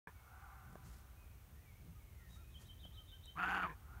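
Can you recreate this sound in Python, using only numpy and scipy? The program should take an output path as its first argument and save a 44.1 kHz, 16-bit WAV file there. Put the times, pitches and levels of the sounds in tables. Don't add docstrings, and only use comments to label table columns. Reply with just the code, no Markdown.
import sys
import numpy as np
from scipy import signal
from scipy.fft import rfft, irfft
from scipy.io import wavfile
from scipy.ndimage import uniform_filter1d

SR = 44100
rng = np.random.default_rng(int(sys.argv[2]) if len(sys.argv) > 2 else 0)


def master_out(mix):
    frames = np.transpose(np.atleast_2d(mix))
    ceiling = np.clip(frames, -1, 1)
    pcm = np.round(ceiling * 32767).astype(np.int16)
    wavfile.write(sys.argv[1], SR, pcm)


N = 176400

BARK_ONSETS = [-0.284, 3.355]
# (time from onset [s], level [dB], pitch [Hz], mouth resonance [Hz], chest tone level [dB])
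BARK_COURSE = [(0, -61, 165.3, 1090, -61), (0.022, -45.5, 166.4, 1220, -55), (.04, -41, 171.3, 1348, -57.5),
               (.06, -40.5, 180.1, 1407, -53), (.085, -36, 184.6, 1380, -57),
               (0.108, -41.5, 184.1, 1498, -57), (0.178, -38, 185.1, 1510, -55.5),
               (0.229, -39, 184.6, 1467, -56), (.27, -40, 181.4, 1434, -57.5), (.292, -38, 179, 1208, -47),
               (.312, -44, 172.6, 1150, -65.5), (0.333, -52.5, 163.4, 960, -57),
               (.358, -50.5, 159.2, 1040, -57), (0.383, -63.5, 154.3, 970, -72),
               (0.403, -86, 148, 880, -83)]
# (frequency [Hz], gain [dB])
OPEN_MOUTH_COLOUR = [(100, -38), (220, -16.5), (300, -1), (390, -8.5), (490, -8.5), (580, -23), (680, -4),
                     (1000, 1.5), (1300, 3), (1650, -0.5), (1900, -3.5), (2100, -7.5), (2450, -6),
                     (2850, -8.5), (3250, -14), (3600, -19.5), (4000, -29), (4450, -21), (5400, -35),
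                     (6700, -27.5), (8200, -38.5), (11500, -30), (15000, -46)]
SHUT_MOUTH_COLOUR = [(100, -20), (230, -8.5), (420, 1.5), (570, -15.5), (800, -11), (1000, -2.5),
                     (1300, -11.5), (1720, 6.5), (1950, -12.5), (2400, -3), (2700, -21.5), (3600, -19),
                     (5000, -36), (15000, -50)]
# (multiple of the mouth resonance [1], width [Hz], gain of the added resonance [dB])
THROAT_RESONANCES = [(0.532, 34.2, 9.5), (0.878, 46.6, 1), (1.002, 72, 13), (1.25, 71.6, -6.5),
                     (1.9, 150, -2)]
# (frequency [Hz], gain [dB])
WOOD_COLOUR = [(100, -16.5), (400, -6), (750, 5), (1100, 4), (1500, -1), (1800, -4), (2200, 4), (3000, -21),
               (6000, -31)]
# (time [s], level [dB])
RUMBLE_SWELL = [(0, -61.5), (.7, -58), (1.4, -58), (2.0, -58), (2.4, -57.5), (2.55, -56), (2.95, -56.5),
                (3.3, -59.5), (4, -55)]
# (frequency [Hz], level [dB])
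RUMBLE_SPECTRUM = [(5, -62), (18, -42), (30, -15), (51, -1.5), (66, 2), (92, -4.5), (115, -8), (141, -14.5),
                   (248, -25), (398, -30), (650, -64)]
HISS_SPECTRUM = [(200, 3), (450, 9.5), (900, 7), (1500, 4), (2500, 3.5), (3700, -0.5), (4900, -4),
                 (6200, -0.5), (7600, -3.5), (9400, 0), (10400, -4.5), (11500, 1), (15700, 2)]
# (onset [s], length [s], start pitch [Hz], middle pitch [Hz], end pitch [Hz], level [dB])
WHISTLE_NOTES = [(.14, .08, 2274, 2215, 2130, -76), (1.16, 0.097, 2440, 2524, 2370, -74.5),
                 (1.24, 0.063, 2380, 2316, 2270, -76.5), (1.53, 0.11, 1750, 1900, 2170, -80),
                 (1.63, .13, 2440, 2228, 2110, -74.5), (1.98, 0.056, 2480, 2250, 2150, -77),
                 (2.091, .13, 2200, 2070, 1940, -76.5), (2.19, 0.11, 1920, 1843, 1750, -74.5),
                 (2.39, 0.14, 2460, 2495, 2530, -76.5), (2.58, 0.091, 1850, 1803, 1660, -80.5)]
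FLUTE_NOTES = [(1.95, 0.05, 1230, 1237, 1190, -76.5), (2.18, 0.083, 1334, 1396, 1190, -78),
               (2.35, 0.1, 1158, 1377, 1190, -75.5), (2.92, .13, 1162, 1284, 1150, -77.5),
               (3.11, 0.074, 1465, 1575, 1440, -77.5)]
TIT_OPENING_NOTE = (2.295, .08, 3800, 3760, 3770, -73)
# (time of the whistle's dip [s], whistle level [dB], buzz level [dB], buzz pitch [Hz])
TIT_PHRASES = [(2.558, -63, -80, 3670), (2.703, -63, -74, 3750), (2.846, -61, -71, 3650),
               (2.987, -61.5, -70.5, 3680), (3.134, -63, -67, 3706), (3.288, -62, -65.5, 3740)]
# (time [s], initial knock level [dB], initial click level [dB])
CASING_TICKS = [(.729, -59, -67), (.755, -46, -64), (2.852, -52.5, -70), (3.257, -62.5, -54)]
# (middle [s], standard deviation of the swell [s], bump level [dB], rustle level [dB])
HAND_MOVES = [(0.714, .06, -59.5, -89), (.87, 0.028, -58, -69), (0.964, 0.052, -73, -71.5),
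              (1.553, 0.029, -64.5, -93), (1.864, 0.037, -56, -97), (2.343, 0.045, -64.5, -72),
              (2.63, 0.038, -71, -71), (2.866, 0.034, -62, -93)]
# (frequency [Hz], level [dB])
KNOCK_SPECTRUM = [(100, 2), (400, -0.5), (800, -1), (1300, -7), (2500, -28), (8000, -41)]
CLICK_SPECTRUM = [(500, -26), (2000, -13.5), (5000, -4.5), (9000, -3), (11000, -10), (16000, -30)]
BUMP_SPECTRUM = [(30, -26), (90, 2), (180, 2), (260, -15), (500, -24.5), (2000, -50)]
RUSTLE_SPECTRUM = [(300, 8), (1200, 9.5), (3000, 1), (6500, 6), (9000, 3), (10500, 2), (12500, -4),
                   (16000, -11)]

JITTER, SHIMMER_DB = 0.045, 1.6
PUFF_CYCLES, PUFF_FLOOR = 0.24, 0.13
ROUGH_OPEN, ROUGH_SHUT = 0.78, 0.68
SHUT_S, SHUT_OVER_S = 0.322, 0.04
TREBLE_HZ, TREBLE_DB_PER_HZ, WIDE_HZ = 4040, 0.0224, 1490
SLAP_CEILING = 3.8
ECHO_DB, ECHO_START_S, ECHO_PEAK_S, ECHO_T60_S = -23, 0.34, 0.5, 2.35
SCATTER_DB, SCATTER_T60_S = -29.5, 8.6
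HISS_DB = -69
TIT_WET_DB, TIT_T60_S = -5, 0.55
WHISTLE_WET_DB, WHISTLE_T60_S = 3, 0.8
KNOCK_T60_S, CLICK_T60_S = 0.024, 0.0099
TIT_DIP_HZ, TIT_BEND_HZ = 3026, 234
TIT_WHISTLE_S, TIT_BUZZ_S, TIT_LEAD_S = 0.043, 0.0528, 0.06
START_S, EDGE_HZ = 0.072, 15750


def amp(db):
    return 10 ** (np.asarray(db) / 20)


def unit(x):
    return x / np.sqrt(np.mean(x ** 2) + 1e-20)


def add(mix, s, sound):
    at = round(s * SR)
    part, sound = mix[max(at, 0):], sound[max(-at, 0):]
    part[:len(sound)] += sound[:len(part)]


def gain_curve(hz, points):
    f, db = np.transpose(points)
    return amp(np.interp(np.log(hz + 1), np.log(f), db))


def colour(x, points):
    hz = abs(np.fft.fftfreq(4096, 1 / SR))
    log_gain = np.log(gain_curve(hz, points))
    response = np.exp(np.conj(signal.hilbert(log_gain)))
    taps = np.fft.ifft(response).real
    return signal.fftconvolve(x, taps[:len(taps) // 2])[:len(x)]


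def noise(points):
    hz = np.fft.rfftfreq(N, 1 / SR)
    spectrum = rfft(rng.standard_normal(N)) * gain_curve(hz, points)
    return unit(irfft(spectrum, N))


def wander(t, per_s):
    knots = rng.standard_normal(2048)
    return unit(np.interp(t * per_s, np.arange(len(knots)), knots))


def resonate(x, hz, width):
    turn = np.exp(2j * np.pi * np.cumsum(hz) / SR)
    r = np.exp(-np.pi * width / SR)
    smoothed = signal.lfilter([1 - r], [1, -r], x / turn)
    return 2 * (turn * smoothed).real


def reflect(x, envelope):
    taps = rng.standard_normal(len(envelope)) * envelope
    return signal.fftconvolve(x, taps / np.linalg.norm(taps))


def decay(t, t60):
    return np.exp(-np.log(1000) * t / t60)


def bark():
    t = np.arange(0, BARK_COURSE[-1][0], 1 / SR)
    times, *columns = np.transpose(BARK_COURSE)
    db, hz, mouth_hz, chest_db = (np.interp(t, times, c) for c in columns)

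    turns = np.cumsum(hz * (1 + JITTER * wander(t, per_s=180))) / SR
    cycle, phase = turns.astype(int), turns % 1
    shimmer_db = SHIMMER_DB * np.clip(rng.standard_normal(256), -2, 2)
    strength = uniform_filter1d(amp(shimmer_db)[cycle], size=40)
    slaps = unit(np.diff(cycle, prepend=0) * 1.)
    puff_shape = PUFF_FLOOR + np.exp(-phase / PUFF_CYCLES)
    puffs = unit(puff_shape * rng.standard_normal(len(t)))

    shut = np.clip((t - SHUT_S) / SHUT_OVER_S + .5, 0, 1)
    rough = np.clip(ROUGH_OPEN + (ROUGH_SHUT - ROUGH_OPEN) * shut, 0, 1)
    drive = (1 - rough) * slaps + rough * puffs
    open_voice = unit(colour(drive, OPEN_MOUTH_COLOUR))
    shut_voice = unit(colour(drive, SHUT_MOUTH_COLOUR))
    voice = (1 - shut) * open_voice + shut * shut_voice
    for share, width, gain_db in THROAT_RESONANCES:
        voice = voice + amp(gain_db) * resonate(voice, share * mouth_hz, width)

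    high_pass = signal.butter(3, TREBLE_HZ, "high", fs=SR, output="sos")
    treble = signal.sosfiltfilt(high_pass, voice)
    treble_gain = amp(TREBLE_DB_PER_HZ * (mouth_hz - WIDE_HZ))
    voice = voice + (treble_gain - 1) * treble

    voice /= np.sqrt(uniform_filter1d(voice ** 2, size=480) + 1e-12)
    force = uniform_filter1d(abs(signal.hilbert(voice)), size=50) * strength
    voice = unit(voice * strength / np.hypot(1, force / SLAP_CEILING))
    chest_tone = unit(np.sin(2 * np.pi * turns))
    return amp(db) * voice + amp(chest_db) * chest_tone


def deer():
    out, t = np.zeros(N), np.arange(2 * SR) / SR
    swell = np.clip((t - ECHO_START_S) / (ECHO_PEAK_S - ECHO_START_S), 0, 1) ** 2
    wood = swell * decay(np.maximum(t - ECHO_PEAK_S, 0), ECHO_T60_S)
    for start in BARK_ONSETS:
        call = bark()
        far = colour(call, WOOD_COLOUR)
        echo = amp(ECHO_DB) * reflect(far, wood)
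        scatter = amp(SCATTER_DB) * reflect(far, decay(t, SCATTER_T60_S))
        add(out, start, call)
        add(out, start, echo + scatter)
    return out


def background():
    level_db = np.interp(np.arange(N) / SR, *np.transpose(RUMBLE_SWELL))
    return amp(level_db) * noise(RUMBLE_SPECTRUM) + amp(HISS_DB) * noise(HISS_SPECTRUM)


def note(hz, db):
    swell = np.sqrt(np.sin(np.linspace(0, np.pi, len(hz))) + 1e-12)
    tone = np.sin(2 * np.pi * np.cumsum(hz) / SR)
    return amp(db) * unit(swell * tone)


def song(notes):
    out = np.zeros(N)
    for s, length, first_hz, middle_hz, last_hz, db in notes:
        t = np.arange(0, length, 1 / SR)
        parabola = np.polyfit([0, .5, 1], [first_hz, middle_hz, last_hz], 2)
        arch = np.polyval(parabola, t / length)
        add(out, s, note(arch * (1 + 0.01 * wander(t, per_s=134.6)), db))
    return out


def birds():
    t = np.arange(SR) / SR
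    near = tit() + song([TIT_OPENING_NOTE])
    near = near + amp(TIT_WET_DB) * reflect(near, decay(t, TIT_T60_S))[:N]
    far = song(WHISTLE_NOTES)
    far = far + amp(WHISTLE_WET_DB) * reflect(far, decay(t, WHISTLE_T60_S))[:N]
    far = far / np.hypot(1, amp(WHISTLE_WET_DB))
    return near + far + song(FLUTE_NOTES)


def camera():
    out, t = np.zeros(N), np.arange(N) / SR
    for s, knock_db, click_db in CASING_TICKS:
        knock = amp(knock_db) * noise(KNOCK_SPECTRUM) * decay(t, KNOCK_T60_S)
        click = amp(click_db) * noise(CLICK_SPECTRUM) * decay(t, CLICK_T60_S)
        add(out, s, knock + click)
    bump = noise(BUMP_SPECTRUM)
    rustle = noise(RUSTLE_SPECTRUM) * amp(2.3 * wander(t, per_s=140))
    for s, spread, bump_db, rustle_db in HAND_MOVES:
        swell = np.exp(-.5 * ((t - s) / spread) ** 2)
        out += swell * (amp(bump_db) * bump + amp(rustle_db) * rustle)
    return out


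def tit():
    out = np.zeros(N)
    t, u = np.arange(0, TIT_BUZZ_S, 1 / SR), np.arange(0, TIT_WHISTLE_S, 1 / SR)
    dip_s = TIT_WHISTLE_S * .4
    for s, whistle_db, buzz_db, buzz_hz in TIT_PHRASES:
        bend = np.tanh(abs(u - dip_s) / 0.0154) * rng.uniform(0.62, 1.32)
        whistle_hz = TIT_DIP_HZ + TIT_BEND_HZ * bend + 20 * wander(u, per_s=216)
        add(out, s - dip_s, note(whistle_hz, whistle_db))
        arch = .94 + 0.074 * np.sin(np.pi * t / TIT_BUZZ_S)
        flutter = 0.034 * wander(t, per_s=550)
        add(out, s - TIT_LEAD_S, note(buzz_hz * (arch + flutter), buzz_db))
    return out


def scene():
    return (deer() + background() + birds() + camera())[None]


def record(dry):
    live = dry * (np.arange(N) >= START_S * SR)
    low_pass = signal.firwin(511, EDGE_HZ, window=("kaiser", 9), fs=SR)
    return signal.oaconvolve(live, low_pass[None], "same")


dry = scene()
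out = record(dry)
master_out(out)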